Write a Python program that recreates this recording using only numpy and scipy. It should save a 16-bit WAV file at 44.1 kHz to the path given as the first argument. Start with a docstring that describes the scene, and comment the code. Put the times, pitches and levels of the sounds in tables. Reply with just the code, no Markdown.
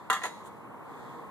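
"""On a lawn, distant traffic hums throughout, with a faint hiss off to the right. A spring-driven clay
launcher fires just in front of the microphone: its steel arm clacks and chatters, jolting the stand,
and fence and houses return a thin tail. The arm swings back against its stop with a weaker, rattling
knock. A soft rustle follows, and near the end the hiss swells while the traffic grows a little."""
import sys
import numpy as np
from scipy import signal
from scipy.fft import rfft, irfft
from scipy.io import wavfile

SR = 44100
rng = np.random.default_rng(int(sys.argv[2]) if len(sys.argv) > 2 else 0)


def master(y):
    """Save y as 16-bit WAV."""
    cut = np.clip(np.atleast_2d(y).T, -1, 1)
    pcm = np.round(cut * 32767)  # scale
    wavfile.write(sys.argv[1], SR, pcm.astype(np.int16))


N = 57330
BIN_HZ = np.fft.rfftfreq(N, 1 / SR)


def undb(db):
    """Decibels to gain."""
    return 10 ** (np.asarray(db) / 20)


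def since(start):
    """Seconds since a moment, zero before it."""
    return np.maximum(np.arange(N) / SR - start, 0)


def over_time(points):
    """Gain along a (time [s], level [dB]) curve."""
    return undb(np.interp(since(0), *np.array(points).T))


def over_bins(points):
    """A (frequency [Hz], value) curve on every frequency bin."""
    hz, value = np.array(points).T
    return np.interp(np.log(BIN_HZ + 1), np.log(hz), value)


def pan(right_db):
    """Left and right gains for a level difference."""
    return undb(np.array([[-.5], [.5]]) * right_db)


def noise(colour, likeness=0, body=1):
    """Unit-level stereo noise with a colour, a left-right correlation (held to -1..1) and resonances."""
    mid, side = rfft(rng.standard_normal((2, N)))
    correlation = np.clip(likeness, -1, 1)
    spectrum = mid * np.sqrt(1 + correlation) + side * np.sqrt(1 - correlation) * np.array([[1], [-1]])
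    x = irfft(spectrum * undb(over_bins(colour)) * body, N)
    return x / np.std(x)


def decay(t, t60_s, attack_s=.0003):
    """A quick rise, then a fall of 60 dB in t60_s."""
    return (1 - np.exp(-t / attack_s)) * np.exp(-np.log(1000) * t / t60_s)


def drone(hz, width_hz):
    """A narrow band of noise, heard as a wavering tone of unit level."""
    band = np.exp(-2 * ((BIN_HZ - hz) / width_hz) ** 2)
    x = irfft(rfft(rng.standard_normal(N)) * band, N)
    return x / np.std(x)


# colour of the road from far off (frequency [Hz], relative level [dB])
TRAFFIC_COLOUR = [(25, -9), (50, -12), (80, -4.5), (120, -0.5), (200, -0.5), (320, -1.5), (470, -1.5),
                  (650, -3), (850, 0.5), (1050, 2.5), (1400, -7.5), (2000, -17.5), (2600, -19),
                  (3400, -30.5), (5200, -40.5), (8000, -35), (14000, -34.5)]
# its likeness across the microphone (frequency [Hz], left-right likeness [ratio])
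TRAFFIC_LIKENESS = [(60, -0.7), (130, -0.33), (280, 0.4), (620, 0.31), (1100, 1), (2000, 0.38),
                    (2500, -1.3), (2800, -1), (3800, 0.11)]
# its slow rise (time [s], level [dB])
TRAFFIC_LEVEL = [(0, -47.5), (.35, -46), (.65, -46.5), (1.0, -44.5), (1.3, -44.5)]
# drones within it (frequency [Hz], width [Hz], starting level [dB], growth [dB/s])
DRONES = [(204, 32, -64, 1.5), (469, 10, -68, 8), (953.4, 12, -65, 5), (1066.5, 28, -70.5, 13)]
def traffic():
    """Engine hum and tyre roar carry to the lawn from a distant road, slowly growing."""
    roar = noise(TRAFFIC_COLOUR, over_bins(TRAFFIC_LIKENESS)) * over_time(TRAFFIC_LEVEL)
    drones = sum(undb(db + growth * since(0)) * drone(hz, width) for hz, width, db, growth in DRONES)
    return (roar + drones) * pan(right_db=0.1)


# colour of the hiss (frequency [Hz], relative level [dB])
HISS_COLOUR = [(900, -22), (1900, 13.5), (2650, -30.5), (3400, 2), (5400, -13), (7200, -7.5),
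               (10000, -20.5), (14000, -16.5)]
# its fade and late swell (time [s], level [dB])
HISS_LEVEL = [(0, -61), (.08, -64.5), (.8, -76), (.9, -61.5), (1.02, -58.5), (1.15, -59.5), (1.3, -68)]
def hiss(left_lag_s=.00025):
    """A faint hiss off to the right, reaching that side of the microphone first."""
    left, right = noise(HISS_COLOUR, likeness=0.34) * over_time(HISS_LEVEL)
    return np.array([np.interp(since(left_lag_s), since(0), left), right])


# blows of the firing arm (time [s], then relative levels: ring [dB], clatter [dB], chink [dB], crack [dB])
CLACK_BLOWS = [(0.1000, 3, -26.5, -46, -19.5), (0.1038, -13.5, -26, -33, -29),
               (0.1293, -28, -27.5, -34, -26), (0.1335, -40, -32, -48, -36), (0.1505, -45, -46, -43, -41),
               (0.1635, -37, -30, -60, -56)]
# modes of the steel arm (frequency [Hz], relative level [dB], t60 [s])
ARM_MODES = [(776, -33.5, .19), (1020, -27.5, .22), (1054, -32, .24), (1138, -39, .18), (1190, -27, .2),
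             (1239, -35.5, .17), (1295, -37.5, .22), (1363, -29, .2), (1561, -38.5, .22), (1664, -37, .22),
             (1729, -36.5, .24), (1799, -38.5, .2), (1929, -33, .19), (2762, -43, .27), (2788, -38.5, .27)]
# dense modes of the frame (clatter) and fittings (chink) (frequency [Hz], relative level [dB])
CLACK_CLATTER = [(100, -53), (450, -29), (650, -15), (900, -8), (1200, 6.5), (1430, -15.5), (1700, -5),
                 (2000, 0.5), (2550, -33), (3300, -14.5), (4900, -44), (9000, -44)]
CLACK_CHINK = [(1500, -23), (2600, -4), (3700, 8), (5200, -13), (7000, 9.5), (8200, -6.5), (10300, -4.5),
               (11800, -3.5), (13500, -24)]
def clack():
    """Close to the microphone, the spring throws the steel arm, which strikes and chatters."""
    return strike(CLACK_BLOWS, ARM_MODES, CLACK_CLATTER, CLACK_CHINK, ring_db=1.5)


# colour of the contact itself (frequency [Hz], relative level [dB])
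CRACK_COLOUR = [(80, -44), (430, -10.5), (650, -19), (1200, 7.5), (2000, -6.5), (2700, -7), (3700, -3),
                (5200, -35), (7000, -27), (8900, -2.5), (10300, -25.5), (12000, -12.5), (14000, -41)]
# the rattle's likeness across the microphone (frequency [Hz], left-right correlation [ratio])
RATTLE_LIKENESS = [(300, .65), (650, 0.31), (1100, .99), (1900, 0.71), (3000, 0.17), (7000, 0.14)]
def strike(blows, modes, clatter_colour, chink_colour, ring_db):
    """Each blow rings the part's modes, clatters the frame, chinks the fittings and cracks at contact."""
    ring, rattle = 0, 0
    likeness = over_bins(RATTLE_LIKENESS)
    body = resonances()
    for start, modes_db, clatter_db, chink_db, crack_db in blows:
        t = since(start)
        ring += undb(ring_db + modes_db) * ringing(t, modes)
        rattle += undb(clatter_db) * decay(t, t60_s=0.13) * noise(clatter_colour, likeness, body)
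        snap_and_fade = undb(1) * decay(t, t60_s=0.0057) + decay(t, t60_s=0.16)
        rattle += undb(chink_db) * (snap_and_fade * noise(chink_colour, likeness, body) + fittings(t))
        rattle += undb(crack_db) * decay(t, t60_s=0.018) * noise(CRACK_COLOUR, likeness)
    # small steel parts radiate little bass
    radiation = signal.butter(2, 505, "high", fs=SR, output="sos")
    return signal.sosfilt(radiation, ring) + rattle


def ringing(t, modes, build_s=.0009):
    """A part's modes build up as the blow spreads through it, then decay."""
    tones = sum(undb(db) * decay(t, t60) * np.sin(2 * np.pi * hz * t) for hz, db, t60 in modes)
    return (1 - np.exp(-t / build_s)) * tones


def resonances(width_hz=70, depth_db=4.5, full_depth_hz=3740):
    """Gain per frequency bin of many small, irregular resonances above the main modes."""
    spread_db = depth_db * np.minimum(BIN_HZ / full_depth_hz, 1) ** 2
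    ripple = np.interp(BIN_HZ / width_hz, np.arange(N), rng.standard_normal(N))
    power_excess_db = spread_db ** 2 * np.log(10) / 20
    return undb(spread_db * ripple - power_excess_db)


# modes of the small loose fittings (frequency [Hz], relative level [dB])
FITTING_MODES = [(2520, -15), (3150, -15), (3740, -19), (4451, -15), (4481, -15), (5900, -22), (7272, -13),
                 (8150, -15)]
def fittings(t):
    """Loose steel parts ring and beat; each blow reaches left and right with new phases."""
    phases = rng.uniform(0, 2 * np.pi, (len(FITTING_MODES), 2, 1))
    ring = sum(undb(db) * np.sin(2 * np.pi * hz * t + phase)
               for (hz, db), phase in zip(FITTING_MODES, phases))
    return undb(-0.5) * ring * decay(t, t60_s=0.13)


# low modes of the stand (frequency [Hz], relative level [dB], t60 [s])
STAND_MODES = [(245, -9, .16), (452, 0, .12)]
# jolts that reach it (time [s], level [dB])
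JOLTS = [(0.1004, -35.5), (0.2383, -47.5)]
def stand():
    """The two hardest blows jolt the stand, which answers with a low thud."""
    return sum(undb(db) * ringing(since(start), STAND_MODES) for start, db in JOLTS)


# balance of the launcher at the microphone (frequency [Hz], right over left [dB])
RIGHT_BALANCE = [(450, -3), (1000, -1.5), (1900, 2.5), (3500, -1), (8000, 1.5)]
# its lead on the left (frequency [Hz], phase [rad])
LEFT_LEAD = [(1250, 0.5), (1800, 0.16), (2200, 2.65), (2790, 1.74), (3300, 2.9)]
def at_microphone(x):
    """From just in front, the launcher reaches the two sides with unequal level and phase."""
    right_lag = np.exp(-1j * np.array([[0], [1]]) * over_bins(LEFT_LEAD))
    return irfft(rfft(x) * pan(over_bins(RIGHT_BALANCE)) * right_lag, N)


# colour of the yard's tail (frequency [Hz], relative level [dB])
YARD_COLOUR = [(300, -23), (1000, -23), (2000, 5.5), (2700, -0.5), (3900, 6.5), (5200, 12), (6700, 3),
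               (9000, 5.5), (13000, 1.5)]
def yard(x, level_db=-15.5, build_s=0.0059):
    """Fence and houses around the lawn scatter thin echoes back to the microphone."""
    t = since(0)
    echoes = noise(YARD_COLOUR) * decay(t, t60_s=0.88) * (1 - np.exp(-t / build_s))
    echoes /= np.sqrt(np.sum(echoes ** 2) / 2)
    return undb(level_db) * signal.fftconvolve(x, echoes, axes=1)[:, :N]


# blows on the stop (time [s], then relative levels: ring [dB], clatter [dB], chink [dB], crack [dB])
KNOCK_BLOWS = [(0.2165, -9.5, -38.5, -54, -72), (0.2346, -14.5, -40, -39, -38),
               (0.2372, 4.5, -32.5, -45.5, -28.5), (0.2533, -16, -32.5, -41, -34),
               (0.2570, -16.5, -43, -50, -36), (0.2650, -15, -48, -51, -36)]
# modes of the stop (frequency [Hz], relative level [dB], t60 [s])
STOP_MODES = [(748, -49, .18), (818, -45, .14), (893, -44, .14), (948, -47, .8), (995, -33, .16),
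              (1335, -39, .15), (1925, -38, .13), (3945, -53, .5)]
# frame and fittings as the knock excites them (frequency [Hz], relative level [dB])
KNOCK_CLATTER = [(100, -65), (420, -10), (700, 0.5), (1000, -4), (1450, -9), (1950, 0.5), (2600, -13.5),
                 (3800, -10.5), (9000, -57)]
KNOCK_CHINK = [(2600, -6), (4000, 5.5), (5200, -7.5), (6700, 14.5), (7900, -5.5), (9000, 3), (12000, -6),
               (13800, -13)]
def knock():
    """The arm swings back and rattles against its stop, as close as the clack but weaker."""
    return strike(KNOCK_BLOWS, STOP_MODES, KNOCK_CLATTER, KNOCK_CHINK, ring_db=1)


# swell of the rustle (time [s], width [s], level [dB])
RUSTLE_SWELL = (0.4684, 0.015, -56)
# its colour (frequency [Hz], relative level [dB])
RUSTLE_COLOUR = [(2000, -26), (3400, 8), (5200, -11.5), (7200, 8), (13500, -4.5)]
def rustle():
    """A short, soft rustle after the launch, spread wide across the microphone."""
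    centre, width, db = RUSTLE_SWELL
    swell = np.exp(-.5 * ((since(0) - centre) / width) ** 2)
    return undb(db) * swell * noise(RUSTLE_COLOUR)


def scene():
    """The launcher close up and its echo, over the background of the lawn."""
    launcher = at_microphone(clack() + knock() + stand())
    return traffic() + hiss() + launcher + yard(launcher) + rustle()


def record(dry, low_cut_hz=82, top_hz=14000):
    """The recorder thins the deep bass and cuts the top of the treble."""
    thin = signal.sosfilt(signal.butter(2, low_cut_hz, "high", fs=SR, output="sos"), dry)
    return signal.sosfilt(signal.ellip(10, .2, 80, top_hz, fs=SR, output="sos"), thin)


dry = scene()
out = record(dry)
master(out)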